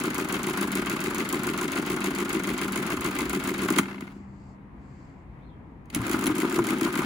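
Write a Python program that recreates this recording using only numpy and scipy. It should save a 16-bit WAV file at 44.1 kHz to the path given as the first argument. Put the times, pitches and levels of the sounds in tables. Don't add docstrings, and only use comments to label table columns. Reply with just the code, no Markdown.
import sys
import numpy as np
from scipy import signal
from scipy.fft import rfft, irfft
from scipy.io import wavfile
from scipy.ndimage import uniform_filter1d

SR = 44100
rng = np.random.default_rng(int(sys.argv[2]) if len(sys.argv) > 2 else 0)


def store_pcm(level_fs):
    pcm = np.round(np.clip(level_fs, -1, 1) * 32767).astype(np.int16)
    wavfile.write(sys.argv[1], SR, np.atleast_2d(pcm).T)


N = 310905
TIME = np.arange(N) / SR
FREQ = np.fft.rfftfreq(N, 1 / SR) + 1

TURN_S = 0.14319
LOOP_START_S, LOOP_END_S = 0, 3.78
MOTOR_OFF_S = 3.805
PAWL_START_S, PAWL_PER_S, PAWL_SLOWING_PER_S2 = 3.830, 41.4, 104.5
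HEAVY_BELOW_HZ = 1800

# (frequency [Hz], likeness [0-1], right leads [rad], left minus right [dB])
PORTS = [(100, .97, 0, 2), (400, .98, 0, 1.5), (800, .7, 0, 1.5), (1300, .8, 0, 2), (1900, .3, 3.14, 4),
         (4000, .3, 0, 1), (6300, .3, 0, -4), (7300, .8, 1.9, -2), (8500, .97, 3.14, 0),
         (10900, .92, 6.28, 0), (13400, .96, 9.42, 0), (15700, .9, 12.57, 0)]
# (frequency [Hz], width [Hz], relative level [dB])
RINGS = [(624, 57, -11.5), (854, 80, -7.5), (1046, 46, 2.5), (1179, 72, 0.5), (1423, 41, 1.5),
         (1582, 110, -4.5), (2043, 93, 1), (2216, 69.8, 0), (2507, 98, -7.5), (2680, 90, -6),
         (3160, 140, -9.5), (3870, 119, -12), (4560, 160, -11.5), (6430, 160, -15), (7180, 89, -11)]


def undb(db):
    return 10 ** (np.asarray(db) / 20)


def over_hz(table, column=1):
    rows = np.array(table, float)
    return np.interp(np.log(FREQ), np.log(rows[:, 0]), rows[:, column])


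def unit(gain):
    return gain / np.sqrt(np.mean(np.abs(gain) ** 2))


def spikes(s, db):
    out = np.zeros(N)
    at = (np.asarray(s) * SR).astype(int)
    keep = (at >= 0) & (at < N)
    np.add.at(out, at[keep], undb(db)[keep])
    return out


def fade(x, t60, hz=0):
    pole = np.exp((2j * np.pi * hz - np.log(1000) / t60) / SR)
    return signal.lfilter([1], [1, -pole], x)


def smear(x, size):
    return uniform_filter1d(x, size)


def walk(rate):
    k = int(SR / rate)
    held = np.repeat(rng.standard_normal(N // k + 1), k)
    return 1.2 * uniform_filter1d(held, k)[:N]


def ports(envelope, colour, like):
    a, b = rfft(envelope * rng.standard_normal((2, N))) * colour
    like = np.clip(like, 0, 1)
    lead = np.exp(1j * over_hz(PORTS, column=2))
    right = like * a * lead + np.sqrt(1 - like ** 2) * b
    return irfft(np.array([a, right]), N)


def resonances(table):
    total = 0
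    for k, (f, w, db) in enumerate(table):
        detuning = (FREQ / f - f / FREQ) * f / w
        total = total + (-1) ** k * undb(db) / (1 + 1j * detuning)
    return unit(total)


def turns(table, start, end, jitter_s, scatter_db):
    rows = np.array(table, float)
    begin = np.arange(start, end, TURN_S)
    rows = np.tile(rows, (len(begin), 1))
    rows[:, 0] += np.repeat(begin, len(table))
    chance = rng.standard_normal(rows.shape)
    rows[:, 0] += jitter_s * chance[:, 0]
    rows[:, 1:] += scatter_db * chance[:, 1:]
    return rows[rows[:, 0] < end]


def struck(events, modes, contact):
    s, db = np.transpose(events)

    def ring(hz, mode_db, t60):
        blow_db = db + mode_db + 2.3 * rng.standard_normal(len(s))
        push = smear(spikes(s, blow_db), contact) * contact ** 0.5
        return fade(push, t60, hz).imag

    return np.array([sum(ring(*mode) for mode in modes) for _ in range(2)])


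def steelwork(gears):
    # (time into turn [s], ticks, light levers, heavy bars [relative dB])
    loop_latches = [(.0015, -23, -37.5, -28), (.0055, -50.5, -27.5, -31.5), (.0105, -38, -25.5, -32),
                    (.0135, -48.5, -29, -35), (.0165, -54.5, -34, -30), (.0225, -58.5, -35, -36.5),
                    (.029, -51.5, -43.5, -28), (.0335, -41.5, -39.5, -34), (.0378, -22.5, -26.5, -29),
                    (.0415, -45.5, -27.5, -24.5), (.0472, -61, -31, -25.5), (.0535, -28, -29, -31),
                    (.0565, -35, -22, -27.5), (.0625, -56, -41.5, -38), (.0655, -47, -32.5, -34),
                    (.0685, -30.5, -36, -32), (.074, -50, -38.5, -29.5), (.0790, -40, -29.5, -31.5),
                    (.1005, -35, -37, -32.5), (.1045, -31, -27, -33), (.108, -51.5, -31, -26.5),
                    (.1125, -61, -41, -31), (.123, -60.5, -46, -31), (.1320, -53, -30.5, -34),
                    (.139, -60.5, -39.5, -33)]
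    # (time [s], ticks, light levers, heavy bars [relative dB])
    blows = [(3.685, -50, -21, -17.5), (3.703, -17, -23, -15), (3.761, -46, -23, -29.5),
             (3.785, -11.5, -8, -10.5), (3.7904, -18, -31, -15.5), (4.0076, -35, -31.5, -29),
             (5.8567, -55, -54, -57), (5.901, -37, -31.5, -55), (5.9486, -17, -20.5, -45.5),
             (5.958, -28, -29, -28.5), (6.005, -39, -35, -25), (6.016, -32, -34, -29.5),
             (6.191, -26, -36, -51), (6.2702, -39, -24, -33), (6.274, -41, -35.5, -31.5),
             (6.588, -28, -35.5, -19), (6.705, -34, -32, -38.5), (6.848, -49, -29, -39)]
    # (frequency [Hz], relative level [dB per Hz])
    steel = [(1500, -20), (3000, -9), (5500, -10), (7100, -1), (8600, 0), (9500, -1), (11000, -7),
             (12500, -7), (13400, -3), (14300, -9), (15600, -5), (16000, -20), (17000, -24)]
    # (frequency [Hz], width [Hz], relative level [dB])
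    lever_modes = [(2073, 480, 0.5), (2855, 860, 2), (3067, 440, 3.5), (4250, 1830, -14)]
    bar_modes = [(606, 1280, -6.5), (1060, 176, 1), (1226, 136, 2), (1626, 500, 0)]

    looping = turns(loop_latches, LOOP_START_S, LOOP_END_S, jitter_s=0.0006, scatter_db=2.0)
    s, tick_db, lever_db, bar_db = np.vstack([looping, shifts(), pawl(), blows]).T
    ticks = smear(spikes(s, tick_db - 11.5), 44)
    chatter = mesh(gears, 350, 0.87) + undb(-50.5) * gears

    crack = undb(5.0) * fade(ticks, 0.006).real + fade(ticks, 0.028).real
    crack += undb(-16) * fade(ticks, 0.13).real
    crack += undb(-21.5) * fade(chatter, 0.04).real

    clink = smear(fade(spikes(s + 0.00036, lever_db + 2.5), 0.0069).real, 50)
    clack = smear(fade(spikes(s + 0.00036, bar_db + 2.5), 0.0069).real, 50)

    levers = smear(fade(spikes(s + 0.0011, lever_db - 17.5), 0.054).real, 70)
    levers += undb(-12.0) * fade(chatter, 0.036).real
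    bars = smear(fade(spikes(s + 0.001, bar_db - 19), 0.06).real, 70)
    bars += undb(-11.5) * fade(chatter, 0.054).real

    like, rings = over_hz(PORTS), resonances(RINGS)
    layers = [
        (crack, unit(undb(over_hz(steel)))),
        (clink, rings * (FREQ >= HEAVY_BELOW_HZ)),
        (clack, rings * (FREQ < HEAVY_BELOW_HZ)),
        (levers, resonances(lever_modes)),
        (bars, resonances(bar_modes)),
    ]
    noise = sum(ports(envelope, colour, like) for envelope, colour in layers)
    return noise + pings(s, lever_db, bar_db)


def shifts():
    # (time into turn [s], ticks, light levers, heavy bars [relative dB])
    latches = [(0, -28, -34.5, -39), (.012, -37, -29.5, -25.5), (.0277, -23, -25.5, -25),
               (.0472, -24.5, -22, -29), (.058, -32, -27, -25.5), (.064, -25.5, -24.5, -28.5),
               (.078, -39, -35, -23), (.092, -34, -40.5, -29), (.100, -41.5, -43.5, -28.5),
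               (.120, -57, -34, -36.5)]
    start_s, carriage_moves_s = 5.9244, 6.05
    rows = turns(latches, start_s, N / SR, jitter_s=0.0006, scatter_db=1.56)
    return rows[rows[:, 0] > carriage_moves_s]


def pawl():
    first_db, change_db = (-58, -34, -35), (-1.5, -1.5, -1.2)
    k = np.arange(8)
    root = np.sqrt(PAWL_PER_S ** 2 - 2 * PAWL_SLOWING_PER_S2 * k)
    s = PAWL_START_S + (PAWL_PER_S - root) / PAWL_SLOWING_PER_S2
    return np.column_stack([s, np.array(first_db) + np.outer(k, change_db)])


def gear_level():
    loop_db, coast_db, shift_db = -43.5, -46.5, -39.5
    coast_fade_db_per_s, motor_on_s, spin_up_s = 31.5, 5.947, 0.035
    rest_s = PAWL_START_S + PAWL_PER_S / PAWL_SLOWING_PER_S2
    coast = undb(coast_db - coast_fade_db_per_s * (TIME - MOTOR_OFF_S))
    coast = coast * np.clip((rest_s - TIME) / 0.18, 0, 1)
    spin_up = undb(shift_db + 20 * (TIME - motor_on_s) / spin_up_s)
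    coast = np.maximum(coast, spin_up)
    level = np.select([TIME < MOTOR_OFF_S, TIME < motor_on_s], [undb(loop_db), coast], undb(shift_db))
    return uniform_filter1d(level, size=SR // 100)


def mesh(level, rate, scatter_db):
    chance = rng.random((int(rate * N / SR), 2))
    return level * spikes(chance[:, 0] * N / SR, -scatter_db * np.log(chance[:, 1]))


def pings(s, lever_db, bar_db):
    ping_db, half_range_db = -7, 5.0
    ring_ratio = 0.74
    chance = rng.random((len(s), 4))
    heavy = sum(hz < HEAVY_BELOW_HZ for hz, _, _ in RINGS)
    bar = (chance[:, 0] * heavy).astype(int)
    lever = heavy + (chance[:, 1] * (len(RINGS) - heavy)).astype(int)
    ears_db = ping_db + half_range_db * (2 * chance[:, 2:].T - 1)
    out = 0
    for k, (hz, width, db) in enumerate(RINGS):
        hit, blow_db = (bar == k, bar_db) if k < heavy else (lever == k, lever_db)
        push = np.array([spikes(s[hit], (blow_db + ear + 0.61 * db)[hit]) for ear in ears_db])
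        t60 = ring_ratio * np.log(1000) / (np.pi * width)
        out = out + fade(smear(push, 4), t60, hz).imag
    return out


def case(gears):
    # (time into turn [s], frame, cover [relative dB])
    loop_cams = [(.009, -22.5, -32.5), (.019, -25, -34.5), (.029, -24.5, -39.5), (.040, -34, -22),
                 (.054, -24, -30.5), (.066, -26.5, -25), (.076, -27.5, -20), (.089, -25, -33.5),
                 (.109, -22, -26.5), (.135, -31.5, -35)]
    # (time [s], frame, lid [relative dB])
    thumps = [(2.348, -21, -23.5), (3.624, -25, -29), (3.704, -34, -18), (3.72, -12, -38),
              (3.77, -38, -22.5), (3.793, -7.5, -26), (4.024, -19, -56), (4.163, -27.5, -48),
              (4.2, -36, -46), (5.962, -23, -26.5), (5.996, -17, -37), (6.02, -27, -34), (6.1, -28, -23),
              (6.141, -15, -25), (6.162, -17, -38), (6.244, -29, -24), (6.275, -14, -30), (6.3, -22, -19),
              (6.389, -27, -22.5), (6.421, -20, -31), (6.431, -15, -19.5), (6.447, -27, -21.5),
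              (6.53, -27, -25), (6.559, -30, -27), (6.580, -29, -21.5), (6.589, -33, -19),
              (6.600, -23, -23), (6.627, -29, -32), (6.673, -30, -24.5), (6.704, -30, -22),
              (6.728, -34, -23), (6.763, -30, -33), (6.817, -29, -19), (6.853, -37, -20), (6.881, -20, -32),
              (6.962, -38, -24.5), (6.99, -15, -26), (7.019, -40, -39)]
    # (frequency [Hz], relative level [dB], t60 [s])
    frame = [(147.1, -20.5, 0.025), (204.5, -5, 0.092), (233, -1.5, 0.077), (267, 8, 0.057)]
    cover = [(310, 2, 0.046), (353.5, -0.5, 0.14), (373.6, -6.5, 0.19), (481, -6, 0.015), (607, -10, 0.021)]
    low_hz, top_hz = 136.2, 466
    right_late = 3

    cams = turns(loop_cams, LOOP_START_S, LOOP_END_S, jitter_s=0.0002, scatter_db=1.2)
    cam_s, frame_db, cover_db = cams.T
    thump_s, thump_db, lid_db = np.transpose(thumps)
    out = plate() + lid(thump_s, lid_db)
    for blow_db, modes in ((frame_db - 18, frame), (cover_db - 6.5, cover)):
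        push = spikes(cam_s, blow_db) + undb(-23.5) * gears * rng.standard_normal(N)
        push = smear(push, int(0.0004 * SR))
        out = out + sum(undb(db) * fade(push, t60, hz).imag for hz, db, t60 in modes)
    jolt = smear(spikes(thump_s, thump_db - 15), int(0.00098 * SR))
    out = out + sum(undb(db) * fade(jolt, t60, hz).imag for hz, db, t60 in frame)
    band = signal.butter(3, [low_hz, top_hz], "band", fs=SR, output="sos")
    out = signal.sosfilt(band, out)
    return np.array([out, np.roll(out, right_late)])


def lid(thump_s, thump_db):
    # (frequency [Hz], relative level [dB], t60 [s])
    modes = [(268, -7.5, 0.1), (301, -3, .07), (324.8, 3.5, 0.076), (363, -3.5, .06)]
    # (time [s], pitch [Hz])
    pitch = [(5.96, 309), (6.1, 322), (6.3, 310), (6.44, 336), (6.6, 343), (6.7, 323), (7.04, 331)]
    rest_hz, rise_s = 327, 0.021
    t = TIME[:SR // 4, None]
    hz, mode_db, t60 = np.transpose(modes)
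    swing = undb(mode_db + 4.5) * (undb(-60 * t / t60) - undb(-60 * t / rise_s))
    out = np.zeros(N)
    for when, db in zip(thump_s, thump_db):
        shift = np.interp(when, *np.transpose(pitch), left=rest_hz) / rest_hz
        ring = undb(db) * swing * np.sin(2 * np.pi * shift * hz * t)
        at = int(when * SR)
        out[at:at + len(t)] += ring.sum(axis=1)[:N - at]
    return out


def plate():
    running_hz, free_hz, t60_s = 196.2, 197.6, 3.8
    running_db, free_db = -38.5, -37
    after = np.maximum(TIME - MOTOR_OFF_S, 0)
    free = after > 0
    hz = np.where(free, free_hz, running_hz)
    waver_db = np.where(free, 1.8, 2.9) * walk(9.4)
    level_db = np.where(free, free_db, running_db) - 60 * after / t60_s + waver_db
    return undb(level_db) * np.sin(2 * np.pi * np.cumsum(hz) / SR)


def pawl_ring():
    # (frequency [Hz], relative level [dB], t60 [s])
    modes = [(620, -55, .015), (1000, -51, .018), (1420, -47, .02), (1750, -54, .012), (2120, -47, .02),
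             (2650, -51, .014)]
    fade_db_per_click, scrape_t60_s = -1.3, 0.022
    s = pawl()[:, 0]
    drops = spikes(s + 0.0013, fade_db_per_click * np.arange(len(s)))
    scrape = smear(fade(drops, scrape_t60_s).real, 170)
    out = 0
    for hz, db, t60 in modes:
        out = out + undb(db) * fade(scrape * rng.standard_normal((2, N)), t60, hz).imag
    return out


def carriage():
    # (time [s], relative level [dB])
    snaps = [(5.9476, -22), (6.2679, -17)]
    clunks = [(6.02, -39), (6.142, -32), (6.298, -30.5), (6.447, -31), (6.591, -25.5), (6.728, -34),
              (6.875, -34), (7.02, -31)]
    # (frequency [Hz], relative level [dB], t60 [s])
    snap_modes = [(1320, -23, .006), (3230, -4, 0.0058), (4020, -9, 0.0053), (6230, -3, 0.0044),
                  (10400, -4, 0.017), (11140, -8.5, 0.033)]
    clunk_modes = [(1010, -6, 0.029), (1216, -7.5, 0.088), (1393, -21, 0.067), (2185, -14, 0.066)]
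    return struck(snaps, snap_modes, contact=2) + struck(clunks, clunk_modes, contact=9)


def desk():
    # (time [s], relative level [dB])
    thuds = [(3.79, -33.5), (5.965, -35), (6.0, -28.5), (6.16, -36), (6.29, -30), (6.6, -30.5), (6.82, -39)]
    # (frequency [Hz], relative level [dB], t60 [s])
    modes = [(86, -13.5, 0.17), (116.8, -2.5, 0.26)]
    return struck(thuds, modes, contact=1).mean(axis=0)


def room(x, wet_db):
    t60_s, band_hz = 0.25, [300, 4770]
    t = TIME[:SR // 2]
    tail = rng.standard_normal((2, len(t))) * undb(-60 * t / t60_s) * (t > 0.006)
    tail = signal.sosfilt(signal.butter(1, band_hz, "band", fs=SR, output="sos"), tail)
    tail *= undb(wet_db) / np.sqrt(np.sum(tail ** 2, axis=1, keepdims=True))
    return x + signal.fftconvolve(x * np.ones((2, 1)), tail, axes=1)[:, :N]


def workshop():
    # (frequency [Hz], relative level [dB per Hz])
    spectrum = [(15, -47), (25, -25.5), (55, -0.5), (100, -5.5), (260, -7.5), (400, -17), (575, -22.5),
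                (980, -18), (1500, -29.5), (2100, -28.5), (2900, -41.5), (5500, -58), (7500, -58),
                (9000, -62), (12000, -59.5), (14000, -70), (16000, -78)]
    # (frequency [Hz], likeness [0-1])
    likeness = [(60, .95), (290, .9), (640, .25), (1400, .05), (15000, 0)]
    edges = [0, 180, 700, 1400, 3500, SR]
    air_db, hum_hz, hum_db = -46.5, 137.7, -53
    colour, like = unit(undb(over_hz(spectrum))), over_hz(likeness)
    air = 0
    for lo, hi in zip(edges, edges[1:]):
        swell = undb(air_db + 0.7 * walk(1.883) + 0.76 * walk(15))
        air = air + ports(swell, colour * (FREQ >= lo) * (FREQ < hi), like)
    hum = undb(hum_db + 1.2 * walk(0.98)) * np.sin(2 * np.pi * hum_hz * TIME)
    return air + hum + hiss() + room(chirp(), 2.2)


def hiss():
    # (time [s], length [s], level before flicker [dB])
    swells = [(4.1, 0.453, -72), (4.802, .42, -73.5)]
    # (frequency [Hz], relative level [dB per Hz])
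    spectrum = [(1500, -14), (2100, -3), (3600, -12), (4600, 0), (5800, -9), (7500, 0), (8300, -10),
                (9000, -32), (16000, -60)]
    edge_s = 0.072
    level = sum(undb(db) * ((TIME > s) & (TIME < s + length)) for s, length, db in swells)
    level = uniform_filter1d(level, int(edge_s * SR)) * undb(2.5 * walk(9))
    return ports(level, unit(undb(over_hz(spectrum))), 0.3)


def chirp():
    # (time [s], frequency [Hz], level before flutter [dB])
    curve = [(5.39, 2850, -84), (5.42, 3500, -76), (5.435, 4100, -77), (5.465, 4250, -76),
             (5.485, 3700, -76), (5.505, 3250, -73), (5.53, 3100, -84)]
    s, hz, db = np.transpose(curve)
    level = undb(np.interp(TIME, s, db, -200, -200))
    phase = 2 * np.pi * np.cumsum(np.interp(TIME, s, hz)) / SR
    return level * np.sin(phase) * undb(2.6 * walk(150))


def scene():
    gears = gear_level()
    machine = steelwork(gears) + case(gears) + pawl_ring() + carriage()
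    return room(machine, wet_db=-22) + desk() + workshop()


def record(dry):
    top_hz = 17100
    lean = undb(over_hz(PORTS, column=3) / 2)
    heard = irfft(rfft(dry) * np.array([lean, 1 / lean]), N)
    return signal.sosfilt(signal.ellip(8, 0.2, 70, top_hz, fs=SR, output="sos"), heard)


dry = scene()
out = record(dry)
store_pcm(out)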